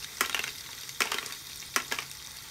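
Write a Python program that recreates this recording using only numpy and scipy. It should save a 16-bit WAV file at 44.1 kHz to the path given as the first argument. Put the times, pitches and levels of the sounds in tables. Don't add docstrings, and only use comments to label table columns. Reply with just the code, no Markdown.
import sys
import numpy as np
from scipy import signal
from scipy.fft import rfft, irfft
from scipy.io import wavfile
from scipy.ndimage import uniform_filter1d

SR = 44100
rng = np.random.default_rng(int(sys.argv[2]) if len(sys.argv) > 2 else 0)


def gain_from_db(level_db):
    decades = np.asarray(level_db, float) / 20
    return 10 ** decades


def unload_audio(sound):
    columns = np.transpose(np.atleast_2d(sound))
    steps = np.round(np.clip(columns, -1, 1) * 32767)
    wavfile.write(sys.argv[1], SR, steps.astype(np.int16))


N = 110250
THUD_BELOW_HZ = 700


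def unit_rms(x):
    return x / np.sqrt(np.mean(x ** 2) + 1e-20)


def read(points, hz):
    f, value = np.transpose(points)
    return np.interp(np.log(hz + 1), np.log(f + 1), value)


def curve(points):
    return np.interp(np.arange(N) / SR, *np.transpose(points))


def add(mix, start_s, sound):
    part = mix[round(start_s * SR):][:len(sound)]
    part += sound[:len(part)]


def noise(spectrum, patch_db):
    real, imag, patches = rng.standard_normal((N // 256 + 5, 513, 3)).T
    patches = uniform_filter1d(patches, size=12, axis=0)
    patches = unit_rms(uniform_filter1d(patches, size=6, axis=1))
    shape_db = read(spectrum, np.fft.rfftfreq(1024, 1 / SR))[:, None]
    frames = (real + 1j * imag) * gain_from_db(shape_db + patch_db * patches)
    return unit_rms(signal.istft(frames, nperseg=1024, noverlap=768)[1][:N])


def clicks(per_s, spread_db):
    sizes = gain_from_db(spread_db * np.minimum(rng.exponential(1, N), 4))
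    return sizes * (rng.random(N) < per_s / SR)


def rings(hz, db, t60, step=1):
    t = np.arange(4096)[:, None] / SR
    swell = 1 - np.exp(-t * hz)
    fade = gain_from_db(db - 60 * t / t60)
    return (swell * step ** np.arange(len(hz)) * fade * np.sin(2 * np.pi * hz * t)).T


# (delay [s], level [dB])
ECHOES = [(.0021, -12), (.0046, -14), (.0075, -13.5), (.011, -17)]
# (frequency [Hz], t60 [s])
ROOM_T60 = [(300, 0.44), (1500, 0.2), (5000, 0.26), (14000, 0.2)]


def room(x):
    tail_db = -11.5
    taps = np.zeros(SR // 2)
    at = np.arange(400, SR // 2 - 20, 20)
    taps[at + rng.integers(0, 20, len(at))] = rng.choice([-1., 1.], len(at))
    hz, t, bands = signal.stft(taps, SR, nperseg=256)
    fade = gain_from_db(-60 * t / read(ROOM_T60, hz)[:, None])
    tail = signal.istft(bands * fade, SR, nperseg=256)[1]
    response = gain_from_db(tail_db) * tail / np.linalg.norm(tail)
    for delay_s, db in [(0.00026, 0)] + ECHOES:
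        add(response, delay_s, gain_from_db([db]))
    return signal.fftconvolve(x, response)[:N]


# (frequency [Hz], relative level per Hz [dB])
RUMBLE = [(20, -15), (40, -11), (63, -10), (85, 1.5), (130, -1.5), (175, -6), (300, -8.5), (500, -12),
          (900, -47)]


def rumble():
    return gain_from_db(-60) * noise(RUMBLE, patch_db=0.5)


# (frequency [Hz], width [Hz], level [dB])
HUM = [(62, 10, -65.5), (135.6, 6.8, -64), (863, 13, -70.5)]


def hum():
    f = np.fft.rfftfreq(N, 1 / SR)
    out = np.zeros(N)
    for hz, width, db in HUM:
        resonance = 1 / (1 + (2 * (f - hz) / width) ** 2)
        out += gain_from_db(db) * unit_rms(irfft(rfft(rng.standard_normal(N)) * resonance, N))
    return out


# (frequency [Hz], relative level per Hz [dB])
WHIR = [(300, -10), (600, -15), (870, -19.5), (1200, -7), (1950, -8), (2450, -2.5), (2800, -22), (3200, 1),
        (3760, 0), (5800, 0), (7600, -4), (8400, -6), (10300, -9), (12600, -4), (13800, -9), (16000, -9.5)]


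def whir():
    return noise(WHIR, patch_db=2)


# (frequency [Hz], width before widening [Hz], level before the width is added [dB])
GEARS = [(1980, 62, -2), (2330, 190, -9), (2850, 69, -55), (3700, 44, 3), (4620, 430, 7), (5850, 320, 5.5),
         (8820, 93, -1.5), (9440, 170, -15.5), (12500, 2900, 4.5)]


def gear_ticks():
    ticks_per_s, lone_per_s, spread_db, lone_db = 260, 54, 4, 4.5
    hz, width, db = np.transpose(GEARS)
    width = 2.2 * width
    shared = clicks(ticks_per_s, spread_db)
    out = np.zeros(N)
    for mode in rings(hz, db + 10 * np.log10(width), 2.4 / width):
        strikes = shared * rng.standard_normal(N) + gain_from_db(lone_db) * clicks(lone_per_s, spread_db)
        out += signal.oaconvolve(strikes, mode)[:N]
    return unit_rms(out)


# (time [s], level [dB])
NEAR = [(0, -47.5), (.6, -47), (1.3, -47), (1.9, -48), (2.2, -49), (2.5, -48.5)]


def drive():
    whir_over_ticks_db = 1
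    hollow_hz, hollow_width_hz, hollow_depth = 2800, 280, 0.65
    both = gear_ticks() + gain_from_db(whir_over_ticks_db) * whir()
    off = (np.fft.rfftfreq(N, 1 / SR) - hollow_hz) / hollow_width_hz
    hollow = 1 - hollow_depth * np.exp(-off ** 2)
    return gain_from_db(curve(NEAR)) * irfft(rfft(both) * hollow, N)


# (frequency [Hz], relative level per Hz [dB])
CRACK = [(1500, -13), (2600, -30), (3400, -11), (5200, 8.5), (6800, 3.5), (8000, 2), (9000, 1),
         (10200, -9.5), (12200, 0.5), (14500, -20), (16500, -12.5)]


def crack(spike):
    level_db, hiss_t60_s, scatter_db, scatter_t60_s = 6.5, 0.0097, -18, 0.1
    t = np.arange(4096) / SR
    fade = gain_from_db(-60 * t / hiss_t60_s) + gain_from_db(scatter_db - 60 * t / scatter_t60_s)
    burst = 0.29 * rng.standard_normal(4096) * fade
    burst[4000:] = 0
    burst[0] = spike
    colour = gain_from_db(read(CRACK, np.fft.rfftfreq(4096, 1 / SR)))
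    out = np.roll(irfft(rfft(np.roll(burst, 64)) * colour), -64)
    out[-64:] = 0
    return gain_from_db(level_db) * out / np.linalg.norm(out)


# (frequency [Hz], level [dB], t60 [s])
PARTS = [(260, -4, .035), (420, 0, .03), (950, -2, .018), (1140, -2, .015), (1400, 0, .012),
         (1620, -2, .011), (1850, 0, .011), (2180, 0, .011), (2450, 0, .01), (2700, -2, .01),
         (3010, -2, .009), (3720, -3, .015), (4680, 0, .01), (5780, 0, .008), (6600, -4, .007),
         (8600, -5, .006)]


def part_modes(centre_hz, thud_db):
    off_centre_db_per_oct2, spot_db, detune = -11, 2, 0.04
    hz, db, t60 = np.transpose(PARTS)
    spot, shift = rng.standard_normal((2, len(hz)))
    off_centre_db = off_centre_db_per_oct2 * np.log2(hz / centre_hz) ** 2
    db = db + np.where(hz < THUD_BELOW_HZ, thud_db, off_centre_db)
    return rings(hz * (1 + detune * shift), db + spot_db * spot, t60)


def knock(level_db, centre_hz, crack_db, thud_db):
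    chatter_db, chatter_t60_s = -33, 0.015
    t = np.arange(1024) / SR
    blow = rng.standard_normal(1024) ** 3 * gain_from_db(chatter_db - 60 * t / chatter_t60_s)
    blow[0] = 1
    ring = np.convolve(blow, part_modes(centre_hz, thud_db).sum(0))[:4096]
    ring = unit_rms(ring) * np.sqrt(SR / 1000 / len(ring))
    return gain_from_db(level_db) * (ring + gain_from_db(crack_db) * crack(spike=1.0))


# (time [s], level [dB])
ROLL = [(0, -54.5), (.2, -52), (.22, -33.5), (.27, -45.5), (.34, -49), (.36, -45), (.42, -48.5), (.5, -51),
        (.53, -55.5), (.78, -53.5), (1.0, -58), (1.02, -40), (1.09, -42.5), (1.13, -41), (1.2, -48.5),
        (1.3, -45), (1.37, -56.5), (1.63, -54.5), (1.75, -61), (1.775, -32.5), (1.82, -56), (1.85, -51),
        (1.9, -57), (1.925, -38.5), (1.97, -49.5), (2.0, -46), (2.05, -51), (2.07, -58), (2.5, -52.5)]


def rolling(count=24):
    middle_hz, scatter_oct = 1800, 0.5
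    bounces_per_s, spread_db = 1300, 3.5
    out = np.zeros(N)
    for centre_hz in middle_hz * 2 ** (scatter_oct * np.linspace(-1, 1, count)):
        train = clicks(bounces_per_s / count, spread_db)
        bounce = knock(0, centre_hz, crack_db=-1, thud_db=-14)
        out += signal.oaconvolve(train, bounce)[:N]
    return gain_from_db(curve(ROLL)) * unit_rms(out)


# (time [s], level [dB], where the parts ring most [Hz], crack [dB], thud [dB])
KNOCKS = [(.025, -35.5, 3000, 1, -16), (0.044, -29.5, 3780, 7, -36), (.183, -35, 8500, -10, -28),
          (.249, -25.5, 2110, -1, -27), (0.259, -27.5, 3980, 9.5, -20), (0.296, -23.5, 2240, 5, -14.5),
          (.318, -36, 3750, -11, -30), (0.328, -29, 3000, -14, -25), (0.3456, -14.5, 2060, 0.5, -14),
          (0.366, -25, 2200, -6, -22), (0.376, -28.5, 2170, -12, -29), (0.3923, -18.5, 1960, 3, -9.5),
          (0.403, -29.5, 2530, -3, -23), (0.436, -29.5, 5940, -4, -17), (0.4397, -20.5, 2140, 2, -20),
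          (.466, -33, 2500, -6, -9), (.474, -32, 2500, -5, -12), (.478, -26.5, 2260, 5.5, -14),
          (.490, -29, 3800, -8, -16.5), (0.552, -37.5, 4100, -10, -25), (.582, -39, 4400, 11, -30),
          (.641, -40, 3700, -17, -25), (.662, -37, 3700, -15, -29), (0.69, -37, 1090, -24, -30),
          (0.73, -32.5, 4170, -8, -16.5), (0.8332, -32.5, 3700, -17, -16), (0.892, -29, 4200, 8, -22),
          (1.019, -13.5, 2590, 4, -8.5), (1.055, -26.5, 1210, 4.5, -15), (1.071, -27.5, 2500, -10, -16),
          (1.117, -24, 3900, 5.5, -29), (1.119, -19.5, 1800, 2.5, -18), (1.143, -20.5, 2220, 4, -12.5),
          (1.176, -32, 3000, -5, -20), (1.184, -19.5, 2300, -1.5, -20), (1.2279, -28.5, 1800, -12, -11.5),
          (1.131, -27, 2030, -21, -28), (1.261, -30, 5600, 11.5, -6), (1.323, -29, 3930, 8, -29),
          (1.348, -38, 3700, 9, -25), (1.498, -41, 1960, -15, -31), (1.518, -38, 3960, -19, -25),
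          (1.626, -33.5, 2060, 0, -17), (1.741, -33, 3430, -13, -20), (1.801, -27, 2370, 1, -21),
          (1.858, -41, 4000, -8, -25), (1.881, -34.5, 8500, -8, -25), (1.914, -25.5, 2180, 0.5, -9.5),
          (1.922, -17.5, 1940, 3.5, -11), (1.944, -30, 2480, 3, -18), (1.953, -37, 6000, 11, -21),
          (1.984, -45, 4400, 0, -30), (1.987, -19.5, 2280, -2.5, -21), (2.022, -32, 1980, 5, -31),
          (2.027, -34, 3800, -18, -15), (2.080, -42, 4600, -4, -23), (2.114, -37.5, 3000, 17.5, -32),
          (2.200, -41, 4100, 2, -31), (2.262, -40, 4200, 12, -35), (2.369, -38.5, 3700, 13.5, -25)]


def knocks():
    out = np.zeros(N)
    for start_s, *blow in KNOCKS:
        add(out, start_s, knock(*blow))
    return out


# (frequency [Hz], level before the thud is added [dB], t60 before the cap [s])
FRAME = [(247.5, -14.5, 0.15), (338, -2.5, 0.017), (382.7, -5.5, 0.037), (534, -12, 0.032),
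         (763, -12, 0.025), (1037, -6.5, 0.042), (1064, -1, 0.012), (1355, 5, 0.025), (1420, -24, 0.012),
         (1710, 4.5, 0.012), (1976, -0.5, 0.047), (2200, -2, 0.027), (2390, 3, 0.0098), (2576, -9.5, 0.089),
         (3000, -1.5, .02), (3300, -4.5, 0.02)]


def snap(level_db, thud_db, crack_db):
    t60_max_s, rebound_s, rebound_db = 0.07, 0.0047, -9
    hz, db, t60 = np.transpose(FRAME)
    db = db + thud_db * (hz < THUD_BELOW_HZ)
    ring = rings(hz, db, np.minimum(t60, t60_max_s), step=-0.92).sum(0)
    once = gain_from_db(level_db) * (ring / abs(ring).max() + gain_from_db(crack_db) * crack(spike=2.6))
    twice = once.copy()
    add(twice, rebound_s, gain_from_db(rebound_db) * once)
    return twice


# (time [s], level [dB], thud [dB], crack [dB])
SNAPS = [(.208, -9.5, -3.5, 3), (1.005, -12, -2, 3), (1.761, -10, -3.5, 4.5)]


def snaps():
    out = np.zeros(N)
    for start_s, *blow in SNAPS:
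        add(out, start_s, snap(*blow))
    return out


def scene():
    hits = rolling() + snaps() + knocks()
    low_cut = signal.butter(4, 176, "high", fs=SR, output="sos")
    hits = signal.sosfilt(low_cut, hits)
    return (room(hits) + drive() + hum() + rumble())[None]


def roll_off(x):
    return signal.sosfilt(signal.butter(12, 16810, fs=SR, output="sos"), x)


def record(dry):
    band_limit = signal.firwin(511, 15720, window=("kaiser", 5), fs=SR)
    mix = signal.oaconvolve(dry, band_limit[None], "same")
    return roll_off(mix)


dry = scene()
out = record(dry)
unload_audio(out)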